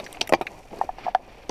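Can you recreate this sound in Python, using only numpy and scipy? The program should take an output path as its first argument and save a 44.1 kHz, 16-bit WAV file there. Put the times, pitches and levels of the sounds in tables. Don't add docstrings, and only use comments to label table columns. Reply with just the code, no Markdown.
import sys
import numpy as np
from scipy import signal
from scipy.fft import rfft, irfft, next_fast_len
from scipy.io import wavfile
from scipy.ndimage import map_coordinates

SR = 44100
rng = np.random.default_rng(int(sys.argv[2]) if len(sys.argv) > 2 else 0)


def gain_from_db(level_db):
    decades = np.asarray(level_db, float) / 20
    return 10 ** decades


def inscribe(sig):
    pcm = np.round(np.clip(np.atleast_2d(sig).T, -1, 1) * 32767)
    wavfile.write(sys.argv[1], SR, pcm.astype(np.int16))


N = 66150


def along(points, hz):
    f, v = np.transpose(points)
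    return np.interp(np.log(hz + 1), np.log(f + 1), v)


def curves(rows):
    s, *cols = np.transpose(rows)
    return [np.interp(np.arange(N) / SR, s, c) for c in cols]


def wobble(knots_per_s):
    knots = rng.standard_normal(int(N * knots_per_s / SR) + 4)
    return map_coordinates(knots, [np.arange(N) * knots_per_s / SR])


def add(out, s, peak_db, x):
    start = max(round(s * SR), 0)
    out[start:][:len(x)] += gain_from_db(peak_db) * x / np.abs(x).max()


def resonance(f, centre_hz, width_hz):
    damping = 1j * f * width_hz
    return damping / (centre_hz ** 2 - f * f + damping)


def ring(modes, pitch, t):
    scatter_db = 1.5
    hz, db, t60_s = np.transpose(modes)[:, :, None]
    db = db + rng.normal(0, scatter_db, db.shape)
    return np.sum(gain_from_db(db - 60 * t / t60_s) * np.sin(2 * np.pi * hz * pitch * t), axis=0)


def rush(spectrum, grainy_db, grains_per_s):
    m = next_fast_len(N + 8192)
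    noise = rng.standard_normal(N) * gain_from_db(grainy_db * wobble(grains_per_s))
    colour = gain_from_db(along(spectrum, np.fft.rfftfreq(m, 1 / SR)))
    y = irfft(rfft(noise, m) * colour, m)[:N]
    return y / y.std()


# t/s, peak level before the bass cut/dB, t60/s, centre f/Hz, broad treble re centre/dB
FIBRE_CRACKS = [(.0004, -28, 0.021, 3200, -15), (.042, -35.5, 0.077, 5700, -9),
                (.064, -28.5, 0.038, 2070, -28), (0.128, -21.5, 0.011, 3200, -2),
                (0.1461, -35, .02, 2100, -30), (0.171, -30.5, 0.0078, 2180, -42),
                (0.2108, -12, 0.025, 3220, -19), (0.2149, -10.5, 0.0092, 4760, -25),
                (0.2144, -15, 0.013, 2130, -38), (0.2234, -31, 0.066, 4600, -47),
                (0.2738, -24, 0.021, 2500, -7), (0.2928, -20, 0.024, 2650, -3.5),
                (0.3255, -15, 0.012, 2310, -21), (0.3358, -9.5, 0.031, 2520, -23.5),
                (0.347, -31.5, 0.052, 4600, -22), (0.4129, -27, 0.058, 2440, -17.5),
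                (0.4684, -18, 0.032, 2000, -30), (.785, -43, 0.035, 4840, -1),
                (1.1483, -15.5, 0.012, 1730, -51), (1.1486, -41, 0.021, 5100, -10),
                (1.4942, -24.5, 0.099, 4080, -56)]


def cracks():
    clicks_per_s, width_over_centre = 5100, 0.93
    crumbs_db, crumbs_t60_s = -29.5, 0.08
    reflection_db, reflection_max_s = -6.5, 0.000804
    out, size = np.zeros(N + SR), 8192
    t, f = np.arange(size) / SR, np.fft.rfftfreq(size, 1 / SR) + 1
    treble = (1j * f / (4000 + 1j * f)) ** 2 / (1 + 1j * f / 9000)
    crumbs = gain_from_db(crumbs_db - 60 * t / crumbs_t60_s)
    for s, peak_db, t60_s, centre_hz, treble_db in FIBRE_CRACKS:
        chance, height = rng.random((2, size))
        clicks = (chance < clicks_per_s / SR) * (2 * height - 1) ** 3
        clicks += 0.79 * (t == 0) + 0.021 * rng.standard_normal(size)
        spray = clicks * (gain_from_db(-60 * t / t60_s) + crumbs)
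        band = resonance(f, centre_hz, width_over_centre * centre_hz) ** 3
        delay_s = reflection_max_s * rng.random((2, 1))
        uneven = np.prod(1 + gain_from_db(reflection_db) * np.exp(-2j * np.pi * f * delay_s), axis=0)
        crack = irfft(rfft(spray) * uneven * (band + gain_from_db(treble_db) * treble), size)
        add(out, s, peak_db, crack[:size // 2])
    return out[:N]


def strike(modes, hits):
    out, t = np.zeros(N + SR), np.arange(SR // 8) / SR
    for s, peak_db, pitch, contact_s in hits:
        push = np.sin(np.pi * np.clip(t[:400] / contact_s, 0, 1))
        motion = np.convolve(ring(modes, pitch, t), push)[:len(t)]
        add(out, s, peak_db, -np.gradient(motion))
    return out[:N]


# t/s, peak level before the bass cut/dB, pitch re modes/ratio, contact/s
PIECE_THUDS = [(0.3239, -2, 1.0, 0.001072), (0.3353, -1.5, 1.005, 0.000922), (0.3474, -17.5, 0.33, 0.0013),
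               (1.4942, -17, 1.04, 0.00201), (1.4972, -16.5, 1.41, 0.001)]
# f/Hz, relative level before push and slope/dB, t60/s
PIECE_MODES = [(150.2, 6, 0.078), (257, -12, 0.064), (342.3, 5.5, 0.068), (445, -3, 0.031),
               (607, 22, 0.014), (788, 15.5, 0.01), (1083, 11.5, 0.039), (1280, 11, 0.026),
               (1567, 8, 0.043), (1928, 16.5, 0.014), (2340, 11, 0.063)]


def thuds():
    return strike(PIECE_MODES, PIECE_THUDS)


# t/s, peak level before the bass cut/dB, pitch re modes/ratio, contact/s
STICK_TAPS = [(0.2133, -16.5, .98, 0.0011), (.2935, -23, 0.93, 0.00086), (0.411, -13, 1.01, 0.00096),
              (0.4192, -20.5, .9, 0.00088), (.729, -35, 1, 0.0016), (.782, -32, 0.92, 0.0017),
              (.79, -28, 1.2, 0.0019), (0.802, -35.5, 0.56, 0.00073)]
# f/Hz, relative level before push and slope/dB, t60/s
STICK_MODES = [(397, 3, 0.028), (724, 6, 0.02), (895, -2, 0.044), (1356, -2, 0.039)]


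def taps():
    return strike(STICK_MODES, STICK_TAPS)


# t/s, peak level before the bass cut/dB, pitch re modes/ratio, rise/s
LOG_KNOCKS = [(.0002, -21.5, 0.82, 0.0003), (.170, -31.5, 1.04, 0.0029), (.2955, -26.5, 0.84, 0.0073),
              (.3385, -8.5, 1.06, 0.0025), (.712, -37.5, 0.87, .001), (0.8123, -7.5, 1.05, 0.0016),
              (0.8374, -25, 0.79, 0.00069), (.890, -16, 1, 0.0025), (0.9839, -25.5, 1.04, 0.00066),
              (1.0575, -29, 1.26, 0.00075), (1.0646, -15.5, 0.98, 0.0023), (1.0782, -22, 1.2, 0.00084),
              (1.0812, -15, 0.97, 0.0027), (1.1479, -5.5, 1, 0.0026)]
# f/Hz, relative level/dB, t60/s
LOG_MODES = [(582, -11, 0.031), (752.7, 6, 0.031), (821, 10, 0.016), (979, -12, 0.034),
             (1238, -10.5, 0.016), (1730, -17.5, 0.033)]


def knocks():
    out, t = np.zeros(N + SR), np.arange(SR // 8) / SR
    for s, peak_db, pitch, rise_s in LOG_KNOCKS:
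        swell = 1 - np.exp(-(t / rise_s) ** 2)
        add(out, s, peak_db, ring(LOG_MODES, pitch, t) * swell)
    return out[:N]


# t/s, body level/dB, scrape level/dB, treble level/dB
RUSTLE_LEVELS = [(0, -37, -39.5, -65), (.03, -41, -55, -58.5), (.1, -44.5, -52, -61),
                 (.16, -45, -52.5, -61), (.25, -47, -55.5, -71), (.4, -46, -61, -71),
                 (.52, -44.5, -56.5, -62), (.7, -52, -57.5, -66), (.73, -40.5, -56, -64),
                 (.8, -44, -51, -59.5), (.93, -50.5, -60, -71.5), (.975, -47.5, -50, -71),
                 (1.03, -45, -47, -67), (1.09, -47, -45.5, -68), (1.12, -50, -59.5, -75.5),
                 (1.19, -50, -60.5, -74.5), (1.33, -49, -54, -69.5), (1.5, -48, -58.5, -68.5)]
# f/Hz, level per Hz/dB
BODY_SPECTRUM = [(80, -17), (130, -8.5), (300, -5), (450, -5.5), (750, -3.5), (1000, -10.5), (1300, -26.5),
                 (1800, -49)]
SCRAPE_SPECTRUM = [(700, -32), (1150, 3), (1500, -1.5), (2400, 2.5), (3100, -3.5), (4300, -11.5),
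                   (5600, -15.5), (6600, -38), (9000, -47)]
TREBLE_SPECTRUM = [(3200, -17), (5500, -9.5), (7000, -7.5), (13400, -15.5), (15300, -8), (16300, -61)]


def rustle():
    body_db, scrape_db, treble_db = curves(RUSTLE_LEVELS)
    shared_db = 1.1 * wobble(38.86)
    body = gain_from_db(body_db + shared_db) * rush(BODY_SPECTRUM, grainy_db=2.5, grains_per_s=120)
    scrape = gain_from_db(scrape_db + shared_db) * rush(SCRAPE_SPECTRUM, grainy_db=2.0, grains_per_s=100)
    treble = gain_from_db(treble_db + shared_db) * rush(TREBLE_SPECTRUM, grainy_db=3.0, grains_per_s=300)
    return body + scrape + treble


# t/s, level/dB
WIND_LEVEL = [(0, -55), (.25, -49.5), (.4, -49.5), (.65, -52), (.82, -49.5), (.97, -48), (1.2, -53),
              (1.5, -48.5)]
# f/Hz, level per Hz/dB
RUMBLE_SPECTRUM = [(31, -0.5), (59, -7), (130, -12.5), (170, -48.5)]


def wind():
    return gain_from_db(curves(WIND_LEVEL)[0]) * rush(RUMBLE_SPECTRUM, grainy_db=1.0, grains_per_s=43)


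def scatter(wood):
    echo_db, echo_t60_s, onset_s = -24, 0.09, 0.004
    t = np.arange(SR // 4) / SR
    tail = rng.standard_normal(len(t)) * gain_from_db(-60 * t / echo_t60_s) * (t > onset_s)
    return gain_from_db(echo_db) * signal.fftconvolve(wood, tail / np.linalg.norm(tail))[:N]


def scene():
    bass_cut_hz = 120.6
    wood = cracks() + thuds() + taps() + knocks()
    wood = signal.sosfilt(signal.butter(6, bass_cut_hz, "high", fs=SR, output="sos"), wood)
    return (wood + scatter(wood) + rustle() + wind())[None]


# f/Hz, width/Hz, gain of each alone at its centre/dB
HOUSING_MODES = [(2440, 152, 3), (4600, 350, 6), (5740, 520, 7)]


def housing(dry):
    m = next_fast_len(N + 8192)
    f = np.fft.rfftfreq(m, 1 / SR)
    gain = 1 + sum((gain_from_db(db) - 1) * resonance(f, hz, width_hz) for hz, width_hz, db in HOUSING_MODES)
    return irfft(rfft(dry, m) * gain, m)[:, :N]


def top_cut(x):
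    return signal.sosfilt(signal.butter(12, 16230, fs=SR, output="sos"), x)


def record(dry):
    top_hz = 14000
    saturated = np.tanh(housing(dry))
    mix = signal.sosfilt(signal.butter(8, top_hz, fs=SR, output="sos"), saturated)
    return top_cut(mix)


dry = scene()
out = record(dry)
inscribe(out)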